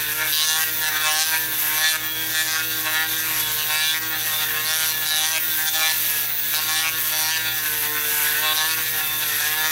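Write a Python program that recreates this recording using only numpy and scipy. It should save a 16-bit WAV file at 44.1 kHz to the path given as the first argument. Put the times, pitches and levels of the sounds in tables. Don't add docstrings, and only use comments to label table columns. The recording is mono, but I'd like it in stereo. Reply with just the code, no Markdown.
import sys
import numpy as np
from scipy import signal
from scipy.fft import rfft, irfft, next_fast_len
from scipy.io import wavfile
from scipy.ndimage import uniform_filter1d, minimum_filter1d, map_coordinates

SR = 44100
rng = np.random.default_rng(int(sys.argv[2]) if len(sys.argv) > 2 else 0)


def wav_record(signal):
    frames = np.transpose(np.atleast_2d(signal))
    bounded = np.clip(frames, -1, 1)
    quanta = np.round(bounded * 32767).astype(np.int16)
    wavfile.write(sys.argv[1], SR, quanta)


N = 428211
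TIME = np.arange(N) / SR


def amp(db):
    return 10 ** (np.asarray(db) / 20)


def unit(x):
    return x / np.sqrt(np.mean(x ** 2) + 1e-20)


def even(x, size=1700):
    return x / np.sqrt(np.abs(uniform_filter1d(x ** 2, size)) + 1e-6 * np.mean(x ** 2))


def along(points, hz):
    freqs, values = np.transpose(points)
    return np.interp(np.log(hz + 1), np.log(freqs + 1), values)


def curves(rows):
    times, *columns = np.transpose(rows)
    return [np.interp(TIME, times, column) for column in columns]


def wobble(rate, times=TIME):
    return map_coordinates(rng.standard_normal(1024), [times * rate], mode='wrap')


def swell(start, end):
    return np.sqrt(np.abs(np.sin(np.pi * np.clip((TIME - start) / (end - start), 0, 1))))


def blend(share, a, b):
    return np.sqrt(share) * a + np.sqrt(1 - share) * b


def filtered(x, response):
    size = next_fast_len(N + SR // 2)
    return irfft(rfft(x, size) * response(np.fft.rfftfreq(size, 1 / SR)), size)[..., :N]


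def ring(x, spectrum, size=4096):
    cepstrum = irfft(np.log(amp(along(spectrum, np.fft.rfftfreq(size, 1 / SR)))))
    cepstrum[1:size // 2] *= 2
    cepstrum[size // 2 + 1:] = 0
    return signal.oaconvolve(x, irfft(np.exp(rfft(cepstrum))))[:N]


def pulses(times, strength, size=8):
    at = times[:, None] * SR
    taps = np.floor(at) + np.arange(1 - size, size + 1)
    shape = np.sinc(taps - at) * np.cos(np.pi * (taps - at) / (2 * size)) ** 2
    index = np.clip(taps, 0, N).astype(int)
    return np.bincount(index.ravel(), (strength[:, None] * shape).ravel(), N + 1)[:N]


def contacts(turns, place, spread, jitter_s, scatter_db, drift, count):
    whole_turns = np.arange(-1, np.ceil(turns[-1]))
    turn_times = np.interp(whole_turns, turns, TIME)
    train = np.zeros(N)
    for k in range(count):
        phase = place + spread * ((k + .5) / count - .5) + drift * wobble(4, turn_times)
        late, strong = rng.standard_normal((2, 2048))[:, :len(turn_times)]
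        when = np.interp(whole_turns + phase, turns, TIME, left=-1, right=-1) + jitter_s * late
        train += pulses(when, (when > 0) * wobble(6, turn_times) * amp(scatter_db * strong))
    return even(train)


def scrape(gate):
    return unit(gate * rng.standard_normal(N))


def lobe(turns, place, sharp):
    return np.exp(sharp * (np.cos(2 * np.pi * (turns - place)) - 1))


# f/Hz, level/dB
MAINS_HUM = [(60, -54), (120, -44), (180, -65)]
RUMBLE_SPECTRUM = [(15,-18),(30,-1),(55,-9),(90,-4.5),(160,2),(240,-3.5),(400,-5),(1000,-5),(4000,-54),(16000,-37)]


def room_tone(rumble_db=-45):
    hum = sum(amp(db) * np.sin(2 * np.pi * (hz * TIME + rng.random())) for hz, db in MAINS_HUM)
    rumble = unit(ring(rng.standard_normal(N), RUMBLE_SPECTRUM))
    return np.sqrt(2) * hum + amp(rumble_db) * rumble


# f/Hz, level/dB
REFLECTED_SPECTRUM = [(100,-26),(500,-11),(1500,-16.5),(2800,-5.5),(6000,-4),(15000,-3.5)]
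# f/Hz, t60/s
ROOM_DECAY = [(200,0.38),(3000,0.16),(15000,0.077)]


def reflections(x, near_s, far_db):
    hz, t, noise = signal.stft(rng.standard_normal((2, SR // 4)), SR, nperseg=256)
    walls = signal.istft(noise * amp(-60 * t / along(ROOM_DECAY, hz)[:, None]), SR, nperseg=256)[1]
    age = TIME[:walls.shape[1]]
    scatter = rng.standard_normal(len(age)) * np.exp(-age / near_s)
    near = np.array([[.4], [-.4]]) * scatter / np.linalg.norm(scatter)
    far = amp(far_db) * walls / np.linalg.norm(walls[0])
    reflected = signal.oaconvolve(x[None], near + far, axes=1)[:, :N]
    return filtered(reflected, lambda hz: amp(along(REFLECTED_SPECTRUM, hz)))


# t/s, level/dB at twice the motor speed, level/dB at three times
CASE_ORDERS = [(0.0, -47.5, -46), (3.2, -42, -48.5), (3.55, -50.0, -48.5), (4.15, -42.5, -48.5),
               (4.35, -62, -51), (4.5, -50.0, -45.5), (5.5, -44.5, -52), (6.15, -47.5, -49.5),
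               (7.55, -48, -52.5), (7.9, -42.5, -39), (9.15, -49.5, -50.5), (9.7, -43.5, -42)]


def housing(turns):
    return np.sqrt(2) * sum(amp(db + 1.15 * wobble(12)) * np.sin(2 * np.pi * order * turns)
                            for order, db in enumerate(curves(CASE_ORDERS), 2))


# start t/s, end t/s, multiple of the motor speed, level/dB
FOIL_WHINES = [(2.0,2.304,21,-32),(3.084,3.22,21,-32),(3.376,3.495,22,-31),(4.303,4.517,23,-28.5),(5.43,5.494,23,-35),(7.936,8.1,23,-32.5),(8.94,9.303,23,-31)]


def whines(turns):
    return np.sqrt(2) * sum(amp(db) * swell(start, end) * np.sin(2 * np.pi * multiple * turns)
                            for start, end, multiple, db in FOIL_WHINES)


# start t/s, end t/s, start f/Hz, end f/Hz, level/dB
FOIL_SQUEAKS = [(0,.2,1750,1550,-33),(.85,.96,1720,1640,-25),(1.6,1.76,1620,1560,-31),(4.45,4.6,1780,1700,-27),(8.23,8.38,1980,1620,-27),(9.29,9.5,1950,1640,-26)]


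def squeaks(turns):
    out = np.zeros(N)
    for start, end, from_hz, to_hz, db in FOIL_SQUEAKS:
        span = slice(int(start * SR), int(end * SR))
        t = TIME[span]
        hz = np.interp(t, [start, end], [from_hz, to_hz]) + 55 * wobble(300, t)
        grip = 1 + .5 * np.sin(2 * np.pi * turns[span]) + .19 * wobble(230, t)
        out[span] += amp(db) * swell(start, end)[span] * grip * np.sin(2 * np.pi * np.cumsum(hz) / SR)
    return out


# start t/s, end t/s, resonance f/Hz, level/dB
EDGE_BITES = [(.32,.44,3670,-18),(1.022,1.122,1670,-21.5),(1.348,1.36,2280,-22),(1.85,1.97,1770,-23),(2.36,2.605,5830,-30.5),(2.545,2.619,1770,-26),(2.948,3.05,1760,-21),(3.58,3.644,3490,-28),(3.943,3.98,2180,-21),(5.107,5.236,3750,-27),(5.33,5.39,2290,-22.5),(5.83,5.907,2200,-23),(6.543,6.595,4500,-24),(6.84,6.9,2300,-24),(7.31,7.365,2577,-20.5),(8.56,8.598,3930,-19.5),(8.689,8.752,2430,-28)]


def bites(turns):
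    blows = contacts(turns, place=.93, spread=.138, jitter_s=1.2e-5, scatter_db=.7, drift=.0093, count=3)
    out = np.zeros(N)
    for start, end, hz, db in EDGE_BITES:
        span = slice(int(start * SR), int(end * SR))
        gate = np.clip(np.minimum(TIME[span] - start, end - TIME[span]) / .0014, 0, 1)
        b, a = signal.iirpeak(hz, Q=2.6, fs=SR)
        ringing = signal.lfilter(b, a, signal.lfilter(b, a, blows[span]))
        out[span] += amp(db) * gate * unit(ringing)
    return out


# catch t/s, release t/s, place of the hardest push (0-1), push/dB,
# then level/dB before the push for knock, whirr, foil ring, rattle and buzz
SHAVING_STROKES = [(0.325, 0.644, 0.38, 4.5, -27, -25, -24.5, -25.5, -23.5),
                   (0.817, 0.893, 0.4, 3.2, -35.0, -22.5, -28, -22.5, -25.5),
                   (1.01, 1.384, 0.5, 5, -26, -24, -25, -24.0, -23.5),
                   (1.769, 1.966, 0.56, 8, -28, -21, -25.5, -25.5, -23),
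                   (2.34, 2.61, 0.58, 0.5, -35, -24.5, -26.5, -25.0, -28.5),
                   (2.86, 3.071, 0.4, 4.5, -30.5, -25.0, -28.0, -33, -38),
                   (3.692, 3.991, 0.36, 5, -28, -25.5, -25, -28.5, -27.5),
                   (4.649, 4.927, 0.37, 4, -29, -27, -26, -26.5, -25.5),
                   (5.06, 5.385, 0.55, 1, -26, -24, -24.5, -22, -20.5),
                   (5.58, 5.7, 0.87, 8.5, -39, -24, -28.5, -30, -24.5),
                   (5.752, 5.925, 0.6, 2, -23.5, -28.0, -23, -24, -22),
                   (6.532, 6.605, 0.4, 5, -23.5, -28.5, -24, -30, -27),
                   (6.686, 6.897, 0.47, 5.5, -26.5, -26.5, -27, -24, -26),
                   (7.129, 7.38, 0.58, -2.5, -29, -24.5, -28, -21, -26.5),
                   (8.424, 8.535, 0.54, 2, -22, -22, -19, -28, -38),
                   (8.552, 8.744, 0.49, -0.5, -29, -25.5, -23.5, -25.0, -24.0),
                   (9.548, 9.8, 0.56, 5.5, -26, -22.5, -23, -27.0, -32)]


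def strokes(catch_s=.023, release_s=.0071):
    rows = np.array(SHAVING_STROKES)
    nearest = np.searchsorted((rows[:-1, 1] + rows[1:, 0]) / 2, TIME)
    catch, release, peak, push_db, *levels = rows[nearest].T
    contact = np.clip(np.minimum((TIME - catch) / catch_s, (release - TIME) / release_s) + .5, 0, 1)
    progress = np.clip((TIME - catch) / (release - catch), 0, 1)
    skew = np.log(.5) / np.log(np.clip(peak, .1, .9))
    return contact, push_db * np.sin(np.pi * progress ** skew) ** 2, *levels


# t/s, level/dB, top treble lift/dB
HISS_LEVELS = [(0.0, -20, -3), (0.24, -24.5, 0.5), (0.32, -18, 1.1), (0.52, -18.5, 0), (0.76, -20.5, 5),
               (1.32, -18.5, -2), (1.48, -23.5, 8), (1.6, -14.5, 2.5), (1.72, -17, 2), (1.88, -22, -8),
               (2.08, -23, 12), (2.56, -24.5, 1), (2.72, -23, 2.5), (3.44, -21, -3), (4.08, -21, 6.5),
               (4.4, -21.8, -0.5), (4.96, -21, -4), (5.32, -21.5, 2), (5.44, -16, 9), (6.16, -17, -3.3),
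               (6.4, -13, 6.5), (6.92, -25.5, -2), (7.0, -17.5, -3), (7.4, -24, 2.5), (7.64, -20.5, -1.5),
               (8.28, -16.5, -3.5), (8.52, -19.5, -3), (9.16, -21.5, 4), (9.28, -20.5, -8), (9.7, -17.5, 1)]
# f/Hz, relative level/dB
HISS_SPECTRUM = [(400,-37.5),(900,-17),(2000,-6),(3500,-9.5),(4300,-13),(5300,-12.5),(6100,-8.5),(7300,-13),(9200,-11),(10300,-6.5),(11400,-2.5),(12900,.5),(14500,-1.5),(16000,-3.5)]
BUZZ_SPECTRUM = [(1500,-20),(4400,6),(5400,2),(5950,9),(6600,1),(8600,-2),(9200,1),(9750,10),(10600,2.5),(12500,5.5),(14000,-12),(15500,-0.5)]


def blades(turns):
    contact, push_db, *_, buzz_db = strokes()
    hiss_db, lift_db = curves(HISS_LEVELS)
    sweep = .31 + lobe(turns, .752, sharp=1.56) + .76 * lobe(turns, .24, sharp=3.2)
    snips = unit(sweep * pulses(rng.uniform(0, N / SR, 20000), rng.standard_normal(20000)))
    hiss = ring(scrape(sweep) + .26 * snips, HISS_SPECTRUM)
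    treble = filtered(hiss, lambda hz: np.clip((hz - 12500) / 2000, 0, 1))
    hiss += (amp(lift_db + 3.8 * wobble(7)) - 1) * treble
    edges = contacts(turns, place=.87, spread=.2014, jitter_s=4e-6, scatter_db=2, drift=.0085, count=14)
    buzz = ring(edges + 1.3 * scrape(lobe(turns, .88, sharp=4)), BUZZ_SPECTRUM)
    flutter = amp(1.7 * wobble(30))
    return flutter * (amp(hiss_db) * even(hiss) + contact * amp(buzz_db + push_db) * even(buzz))


# t/s, dull body level/dB, bright metal level/dB
GLIDE_LEVELS = [(0.0, -26.6, -28.6), (0.12, -33.5, -37), (0.28, -27.5, -30.5), (0.72, -34, -31),
                (0.96, -22, -25.5), (1.48, -30, -32), (1.72, -24, -29), (2.24, -34.5, -32),
                (2.76, -32, -30), (3.2, -30, -28.5), (3.32, -24, -28), (3.52, -35.5, -32),
                (3.6, -28.5, -24.5), (4.12, -30, -29.5), (4.44, -27, -28.5), (4.64, -26.5, -28.5),
                (6.16, -31, -29.5), (7.44, -30, -27.5), (7.56, -26, -29), (8.16, -28.5, -32.5),
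                (8.28, -23.5, -29), (8.84, -30, -28.5), (8.96, -28.5, -33), (9.16, -32.5, -34),
                (9.36, -24, -23), (9.7, -26.0, -31)]
# f/Hz, relative level/dB
KNOCK_SPECTRUM = [(300,-54),(480,-18.5),(620,-4.5),(700,-5),(780,1),(860,-3.5),(925,1),(1020,-6),(1115,6),(1200,-12),(1270,-3.5),(1700,-2.5),(2000,-10.5),(2350,3),(2900,-6),(4000,-33),(8000,-41)]
WHIRR_SPECTRUM = [(500,-32),(900,-15),(1250,-12.5),(1420,-2),(1580,0),(1730,4),(1900,1),(2080,-8),(2300,-11.5),(2650,-8),(3100,-23),(6000,-33)]
FOIL_SPECTRUM = [(1500,-50),(2300,-7.5),(3000,-9.5),(3450,3),(3750,1.5),(4300,-5),(5400,-20),(10000,-32)]
RATTLE_SPECTRUM = [(900,-29.5),(2200,-6),(3200,-5),(4300,6),(5000,-1),(5450,0),(5900,6),(6500,1),(7300,-4.5),(9100,-2.5),(9750,-4),(11000,-12),(16000,-11)]
STROKE_SEATED, GLIDE_SEATED, SEATED_PER_HZ, USUAL_HZ = .85, .34, .044, 155


def cutter(turns, speed):
    contact, push_db, knock_db, whirr_db, foil_db, rattle_db, _ = strokes()
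    body_db, metal_db = curves(GLIDE_LEVELS)
    gliding = GLIDE_SEATED + SEATED_PER_HZ * (speed - USUAL_HZ) + .12 * wobble(9)
    seated = np.clip(gliding + contact * (STROKE_SEATED - gliding), 0, 1)
    chatter = contacts(turns, place=.5, spread=1, jitter_s=1.2e-5, scatter_db=1.5, drift=.025, count=9)
    strike = contacts(turns, place=.97, spread=.2825, jitter_s=6e-6, scatter_db=2.3, drift=.029, count=6)
    bounce = contacts(turns, place=.87, spread=.25, jitter_s=5e-6, scatter_db=.6, drift=.008, count=9)
    rub = scrape(.21 + lobe(2 * turns, .49, sharp=1))
    knock = ring(blend(seated, strike + .5 * chatter, chatter + .52 * rub), KNOCK_SPECTRUM)
    whirr = ring(blend(seated, strike + .82 * chatter, chatter + .5 * rub), WHIRR_SPECTRUM)
    foil = ring(blend(seated, bounce + .79 * chatter, .13 * chatter + 1.1 * rub), FOIL_SPECTRUM)
    rattle = ring(blend(seated, bounce + .25 * chatter, .35 * chatter + rub), RATTLE_SPECTRUM)
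    # sound, stroke level/dB, glide level/dB; the bright parts follow the push most
    parts = [(knock, knock_db + .1 * push_db, body_db - 9.5),
             (whirr, whirr_db + .51 * push_db, body_db - 1),
             (foil, foil_db + push_db, metal_db - 2.5),
             (rattle, rattle_db + push_db, metal_db - 3)]
    flutter = amp(1.79 * wobble(32))
    return flutter * sum(
        even(sound) * amp(contact * stroke_db + (1 - contact) * glide_db + 2.06 * wobble(14))
        for sound, stroke_db, glide_db in parts)


# t/s, f/Hz
MOTOR_SPEED = [(0.0, 150.6), (0.08, 150.8), (0.24, 156.3), (0.36, 154.1), (0.64, 159.3), (0.76, 155.9),
               (1.12, 154.1), (1.24, 158.4), (1.44, 159.1), (1.64, 152.0), (1.88, 157.7), (2.04, 156.5),
               (2.2, 159.6), (2.36, 157.4), (2.68, 159.4), (2.88, 155.7), (3.04, 159.1), (3.2, 159.1),
               (3.48, 153.7), (3.72, 153.5), (3.92, 158.1), (4.08, 159.2), (4.2, 156.0), (4.6, 154.0),
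               (4.8, 159.0), (5.04, 155.0), (5.24, 155.7), (5.32, 159.6), (5.48, 159.3), (5.52, 156.5),
               (5.96, 158.0), (6.08, 153.2), (6.32, 151.7), (6.76, 156.9), (6.84, 159.4), (7.0, 158.7),
               (7.04, 154.3), (7.28, 156.9), (7.32, 159.9), (7.48, 158.2), (7.72, 151.6), (8.36, 149.8),
               (8.4, 153.7), (8.64, 156.1), (8.68, 159.2), (8.76, 159.6), (8.96, 154.9), (9.2, 154.1),
               (9.36, 148.7), (9.44, 149.4), (9.52, 154.4), (9.7, 156.8)]


def scene():
    speed, = curves(MOTOR_SPEED)
    turns = np.cumsum(speed) / SR
    shaver = cutter(turns, speed) + bites(turns) + blades(turns)
    shaver += squeaks(turns) + whines(turns) + housing(turns)
    direct = shaver + room_tone()
    return direct + reflections(direct, near_s=.012, far_db=-.5)


def gain_control(x, threshold_db=-11, squeeze=.61, recover_db_per_s=78, size=441):
    peak_db = 20 * np.log10(1e-6 - minimum_filter1d(-np.abs(x).max(axis=0), size))
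    excess_db = np.maximum(peak_db - threshold_db, 0)
    climb_db = recover_db_per_s * TIME
    cut_db = np.maximum.accumulate(squeeze * excess_db + climb_db) - climb_db
    return x * amp(-uniform_filter1d(cut_db, size))


# f/Hz, left minus right level/dB
PORT_BALANCE = [(100,0),(700,1),(1600,1),(2800,0.6),(4400,3),(8000,2.5),(15000,1.5)]


def record(dry, top_hz=15800):
    ports = filtered(dry, lambda hz: amp(np.array([[.5], [-.5]]) * along(PORT_BALANCE, hz)))
    return filtered(gain_control(ports), lambda hz: hz < top_hz)


dry = scene()
out = record(dry)
wav_record(out)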